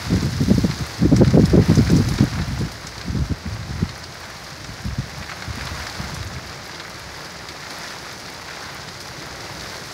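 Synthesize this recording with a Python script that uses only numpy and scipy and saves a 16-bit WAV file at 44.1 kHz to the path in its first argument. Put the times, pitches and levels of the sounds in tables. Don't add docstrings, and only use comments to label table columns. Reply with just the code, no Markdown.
import sys
import numpy as np
from scipy import signal
from scipy.fft import rfft, irfft, next_fast_len
from scipy.io import wavfile
from scipy.ndimage import uniform_filter1d, minimum_filter1d, map_coordinates

SR = 44100
rng = np.random.default_rng(int(sys.argv[2]) if len(sys.argv) > 2 else 0)


def transcribe(u):
    v = np.clip(np.atleast_2d(u).T, -1, 1)
    q = np.round(v * 32767).astype(np.int16)
    wavfile.write(sys.argv[1], SR, q)


N = 437913

# time in seconds, relative patter level in dB, relative hiss level in dB.
RAIN_LEVELS = [(0.0, -34.5, -36), (0.47, -40, -37), (0.85, -36.5, -37), (1.22, -39, -39),
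               (1.52, -36.5, -39), (1.66, -34.5, -36.5), (1.93, -37.5, -36), (2.29, -36, -38),
               (2.74, -40, -41), (3.32, -41.5, -43), (5.14, -40.5, -41.5), (5.53, -37, -39.5),
               (5.78, -35, -37.5), (6.41, -40, -41.5), (7.47, -39.5, -41.5), (7.8, -36, -38.5),
               (8.19, -40, -41), (8.68, -37, -40.5), (8.99, -40, -40.5), (9.35, -38, -40.5),
               (9.68, -37.5, -37.5), (9.93, -38.5, -39)]
# start in seconds, relative level in dB, wetness from 0 (dry) to 1.
NEAR_DRIPS = [(0.71, -30, .35), (1.163, -27, .75), (1.245, -30.5, .3), (1.275, -29.5, 0.53),
              (1.305, -30.5, 0.44), (1.455, -33, 0.97), (1.497, -34.5, 0.84), (1.754, -31, 0.83),
              (1.781, -31, .5), (1.9, -32, 0.82), (1.964, -31.5, 0.92), (2.086, -30.5, 0.99),
              (2.138, -37, 0.98), (2.18, -28, 0.54), (2.355, -36, .05), (2.386, -35, 0),
              (2.415, -31.5, 0.21), (2.586, -39, 0.99), (2.717, -38, 1), (2.868, -31, 0.78),
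              (2.979, -34, 0.61), (3.012, -34, 0.54), (3.628, -40, 0.37), (3.89, -34, 0.44),
              (4.038, -35.5, 0.7), (4.229, -39.5, 0.14), (4.643, -33.5, 0.5), (4.85, -42, .95),
              (5.224, -33.5, 0), (5.293, -33, 0), (5.315, -33, 0.03), (5.421, -31.5, 0.22),
              (5.608, -33, .05), (5.669, -29.5, 0.44), (5.867, -30, 0.46), (5.897, -34, 0.83),
              (6.144, -36, 1), (6.227, -35, 0.38), (6.744, -37, .55), (6.797, -30.5, .35),
              (6.848, -38, 0.02), (7.245, -39, .85), (7.486, -30.5, 0.68), (7.624, -38.5, 0),
              (7.705, -35, .95), (8.481, -34.5, 0.22), (8.507, -37, 0.1), (8.885, -35, 0.48),
              (9.003, -36, 1), (9.071, -41, 0.98), (9.608, -33.5, 0.67)]
# start in seconds, end in seconds, relative level in dB.
PORCH_GUSTS = [(0.078, 0.698, -25), (1.021, 1.6, -20.5), (1.69, 2.12, -20.5), (2.202, 2.641, -27.5),
               (3.071, 3.217, -29), (3.477, 3.871, -32.5), (5.48, 5.811, -32.5), (5.988, 6.428, -32.5)]
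# peak time in seconds, relative level in dB, fade time in seconds, rough pitch in Hz.
EDDY_THUMPS = [(0.145, -14, 0.041, 189.5), (0.25, -18, .045, 200), (0.414, -12, .02, 225),
               (0.486, -14.5, .011, 170.2), (0.514, -8, .021, 224.7), (0.545, -9.5, .011, 169),
               (0.585, -10.5, .014, 202.7), (0.649, -14, 0.021, 215), (0.698, -17, .014, 162),
               (0.817, -21, 0.027, 152.5), (1.043, -9.5, 0.036, 204.5), (1.13, -6, .018, 295.1),
               (1.194, -12, 0.02, 157.2), (1.22, -6, .025, 273), (1.275, -13, .021, 166.2),
               (1.35, -10, 0.01902, 215.3), (1.383, -6, .026, 241), (1.436, -11, .04, 165.4),
               (1.544, -7, .018, 271.9), (1.578, -6, 0.011, 223.7), (1.596, -4.5, 0.027, 234.6),
               (1.706, -8, .025, 234), (1.796, -12, .05, 166), (1.941, -11, .055, 210.4),
               (2.002, -13.5, 0.031, 171.7), (2.206, -11, 0.024, 171.6), (2.237, -10, .016, 234.2),
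               (2.397, -22, .035, 175), (2.625, -21, 0.049, 175.2), (3.092, -22, 0.021, 133),
               (3.17, -18, 0.04006, 146.9), (3.221, -17.5, 0.025, 109.3), (3.315, -9, 0.014, 165),
               (3.472, -22, 0.021, 138.3), (3.528, -24, 0.024, 97.2), (3.829, -15, .016, 155.3),
               (4.698, -30, .026, 124.1), (4.867, -20.5, 0.027, 119.6), (4.916, -23, .033, 115.4),
               (4.992, -16.5, 0.018, 133.3), (5.192, -31, 0.031, 109.8), (5.495, -25.5, 0.034, 105.5),
               (5.999, -22, 0.017, 122.9), (6.212, -26.5, 0.019, 100)]
# time in seconds, relative level in dB.
BREEZE_LEVELS = [(0, -38.5), (3.7, -39), (4.4, -44), (5.05, -37), (5.4, -42.5), (6.75, -46), (7.05, -41.5),
                 (7.7, -48), (8.2, -48), (9.4, -42), (9.93, -46)]
# time in seconds, level in dB.
TREE_LEVELS = [(0, -44.5), (1.6, -36), (2.4, -42.5), (4.9, -45), (5.7, -42), (8.2, -42.5), (9.0, -43),
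               (9.35, -40.5), (9.93, -40.5)]

# frequency in Hz, relative strength there in dB.
PATTER_TONE = [(250, -23), (450, -6.5), (700, -0.5), (1100, -0.5), (1600, 0), (2100, -1.5), (2600, -7.5),
               (3100, -12), (4500, -15.5), (8000, -69)]
HISS_TONE = [(1500, -23.5), (2800, -11.5), (3500, -5), (4200, -1), (4900, 1), (5600, -2.5), (6500, -6),
             (7400, -12.5), (8500, -18.5), (11000, -23.5), (15700, -41)]
FIZZ_TONE = [(4000, -26), (7000, -1), (8500, -2), (9800, 1), (10900, -3), (12000, -0.5), (13500, -6),
             (15700, -5.5)]
TAP_TONE = [(200, -14), (700, -9.5), (1400, 5.5), (2200, 2), (3200, -9), (6000, -39)]
SPLASH_TONE = [(1800, -9), (3200, 3), (4200, 4.5), (5000, 1.5), (6200, 1), (8000, 1), (12000, -28)]
SPRAY_TONE = [(4000, -37), (7000, 0.5), (9500, 8.5), (12000, 3), (15500, -4)]
SWIRL_TONE = [(25, -4.5), (70, -6.5), (130, 0), (210, -0.5), (290, -5.5), (400, -12), (580, -22.5),
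              (900, -46), (2000, -72)]
RASP_TONE = [(150, -6), (400, -1.5), (700, -9.5), (1100, -13), (1600, -28), (3000, -47)]
BRANCH_TONE = [(90, -18.5), (140, 2.5), (175, 2), (230, -4), (330, 0), (430, -3), (600, -4), (850, -11),
               (1400, -21), (3000, -46)]


def rain():
    patter_db, hiss_db = curves(RAIN_LEVELS)
    sweep = wobble(per_s=11)
    patter = shower(PATTER_TONE, drops_per_s=260, spread_db=3.5, near_share=0.34, splat_s=0.0017)
    hiss = shower(HISS_TONE, drops_per_s=290, spread_db=5, near_share=0.34, splat_s=0.0037)
    flicker = amp(0.55 * wobble(per_s=7))
    fizz = flicker * shower(FIZZ_TONE, drops_per_s=39, spread_db=6, near_share=0.26, splat_s=0.0029)
    fizz_db = hiss_db - 12 + 0.3 * (hiss_db - np.mean(hiss_db))
    roofs = amp(patter_db + 1.5 + 0.7 * sweep) * patter
    paving = amp(0.5 * sweep) * (amp(hiss_db + 0.4) * hiss + amp(fizz_db) * fizz)
    return roofs + paving


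def shower(tone, drops_per_s, spread_db, near_share, splat_s):
    wash, grit = rng.standard_normal((2, N))
    lands = rng.random(N) < drops_per_s / SR
    sizes = lands * amp(spread_db * np.minimum(rng.standard_normal(N), 2))
    fade = np.exp(-2 / (splat_s * SR))
    splat_power = signal.lfilter([1], [1, -fade], sizes ** 2)
    splats = unit(grit * np.sqrt(splat_power))
    return unit(coloured(np.sqrt(1 - near_share) * wash + np.sqrt(near_share) * splats, tone))


def drips():
    taps, splashes, sprays = np.zeros((3, N + SR))
    for start_s, db, wet in [*NEAR_DRIPS, *stray_drips(count=28)]:
        start = round(start_s * SR)
        span = slice(start, start + SR // 5)
        tap_db = db + 8 - 15.5 * wet
        splash_db = db + 12.5 - 9.5 * (1 - wet) ** 2
        spray_db = db + 2 - 37 * (1 - wet)
        splash_hz = (4060 + 1300 * wet) * np.exp(0.097 * rng.standard_normal())
        film = signal.iirpeak(splash_hz, Q=4, fs=SR)
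        splash = impact(rise_s=0.001, fade_s=0.0035, scatter_s=0.02, scatter_db=-12)
        tap = impact(rise_s=0.0019, fade_s=0.0037, scatter_s=0.014, scatter_db=-4)
        spray = impact(rise_s=0.0037, fade_s=0.0029, scatter_s=0.023, scatter_db=-9.5)
        taps[span] += amp(tap_db) * tap
        splashes[span] += amp(splash_db) * signal.lfilter(*film, splash)
        sprays[span] += amp(spray_db) * spray
    return coloured(taps, TAP_TONE) + coloured(splashes, SPLASH_TONE) + coloured(sprays, SPRAY_TONE)


def impact(rise_s, fade_s, scatter_s, scatter_db):
    t = np.arange(SR // 5) / SR
    rise = 1 - np.exp(-t / rise_s)
    fall = np.exp(-t / fade_s) + amp(scatter_db) * np.exp(-t / scatter_s)
    return rise * fall * rng.standard_normal(len(t))


def stray_drips(count):
    _, hiss_db = curves(RAIN_LEVELS)
    rain_so_far = np.cumsum(amp(hiss_db) ** 2)
    when, faintness, wet = rng.random((count, 3)).T
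    starts = np.searchsorted(rain_so_far, when * rain_so_far[-1])
    return np.column_stack([starts / SR, hiss_db[starts] + 1 - 4 * faintness, wet])


def wind_on_microphone():
    strength, pitch_hz = airflow()
    flutter = wobble(per_s=120)
    speed = pitch_hz / 200 * amp(1.1 * flutter - 0.75)
    swirl = map_coordinates(turbulence(SWIRL_TONE, even_s=0.027), [np.cumsum(speed)], mode="wrap")
    pressure = strength * amp(1.86 * flutter + 0.44) * swirl
    rasp = amp(-18.5) * pressure ** 2 * noise(RASP_TONE)
    low_cut = signal.butter(6, 52, "highpass", fs=SR, output="sos")
    return signal.sosfilt(low_cut, pressure + rasp)


def airflow():
    t = np.arange(N) / SR
    breeze_db, = curves(BREEZE_LEVELS)
    whirls = wobble(per_s=40)
    power = amp(breeze_db + 2 * whirls) ** 2
    rise_s, fall_s = 0.01993, 0.0512
    for start, end, db in PORCH_GUSTS:
        fade = np.maximum(start - t, 0) / rise_s + np.maximum(t - end, 0) / fall_s
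        power += (amp(db + 2.5 * whirls) * np.exp(-np.minimum(fade, 20))) ** 2
    rumble_hz = 109.83 + 70 * np.sqrt(power)
    weighted_hz = power * rumble_hz
    for peak_s, db, fade_s, hz in EDDY_THUMPS:
        near = slice(max(0, int((peak_s - 0.2) * SR)), int((peak_s + 0.2) * SR))
        age = (t[near] - peak_s) / fade_s
        fade = np.where(age < 0, 4 * age ** 2, 3 * np.abs(age) ** 1.5)
        push = amp(db) ** 2 * np.exp(-fade)
        power[near] += push
        weighted_hz[near] += push * hz * (1 - 0.1805 * np.tanh(age))
    return np.sqrt(power), weighted_hz / power


def turbulence(tone, even_s):
    churn = noise(tone)
    window = signal.windows.hann(int(even_s * SR) + 3)
    local_power = np.abs(signal.fftconvolve(churn ** 2, window / window.sum(), "same"))
    return churn / np.sqrt(local_power + 0.011)


def wind_in_trees():
    level_db, = curves(TREE_LEVELS)
    return amp(level_db + 0.28 * wobble(per_s=5)) * noise(BRANCH_TONE)


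def amp(db):
    return 10 ** (np.asarray(db) / 20)


def unit(x):
    return x / np.sqrt(np.mean(x ** 2) + 1e-20)


def curves(rows):
    times, *columns = np.transpose(rows)
    return [np.interp(np.arange(N) / SR, times, column) for column in columns]


def wobble(per_s):
    return map_coordinates(rng.standard_normal(1024), [np.arange(N) * per_s / SR], mode="wrap")


def coloured(x, tone):
    size = 2 * next_fast_len(N // 2 + 8192)
    hz, db = np.transpose(tone)
    log_hz = np.log(np.fft.rfftfreq(size, 1 / SR) + 1)
    gain = unit(amp(np.interp(log_hz, np.log(hz), db)))
    cepstrum = irfft(np.log(gain), size)
    cepstrum[1:size // 2] *= 2
    cepstrum[size // 2 + 1:] = 0
    return irfft(rfft(x, size) * np.exp(rfft(cepstrum)), size)[:N]


def noise(tone):
    return unit(coloured(rng.standard_normal(N), tone))


def scene():
    return (rain() + drips() + wind_in_trees() + wind_on_microphone())[None]


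def record(dry):
    ceiling, hold_s, top_hz = 0.5, 0.016, 15750
    width = int(hold_s * SR) + 1
    level = uniform_filter1d(np.abs(dry), size=130)
    needed_gain = np.minimum(1, ceiling / (level + 1e-9))
    smooth_gain = uniform_filter1d(minimum_filter1d(needed_gain, width), width)
    size = next_fast_len(N + 8192)
    kept = np.fft.rfftfreq(size, 1 / SR) < top_hz
    return irfft(rfft(dry * smooth_gain, size) * kept, size)[..., :N]


dry = scene()
out = record(dry)
transcribe(out)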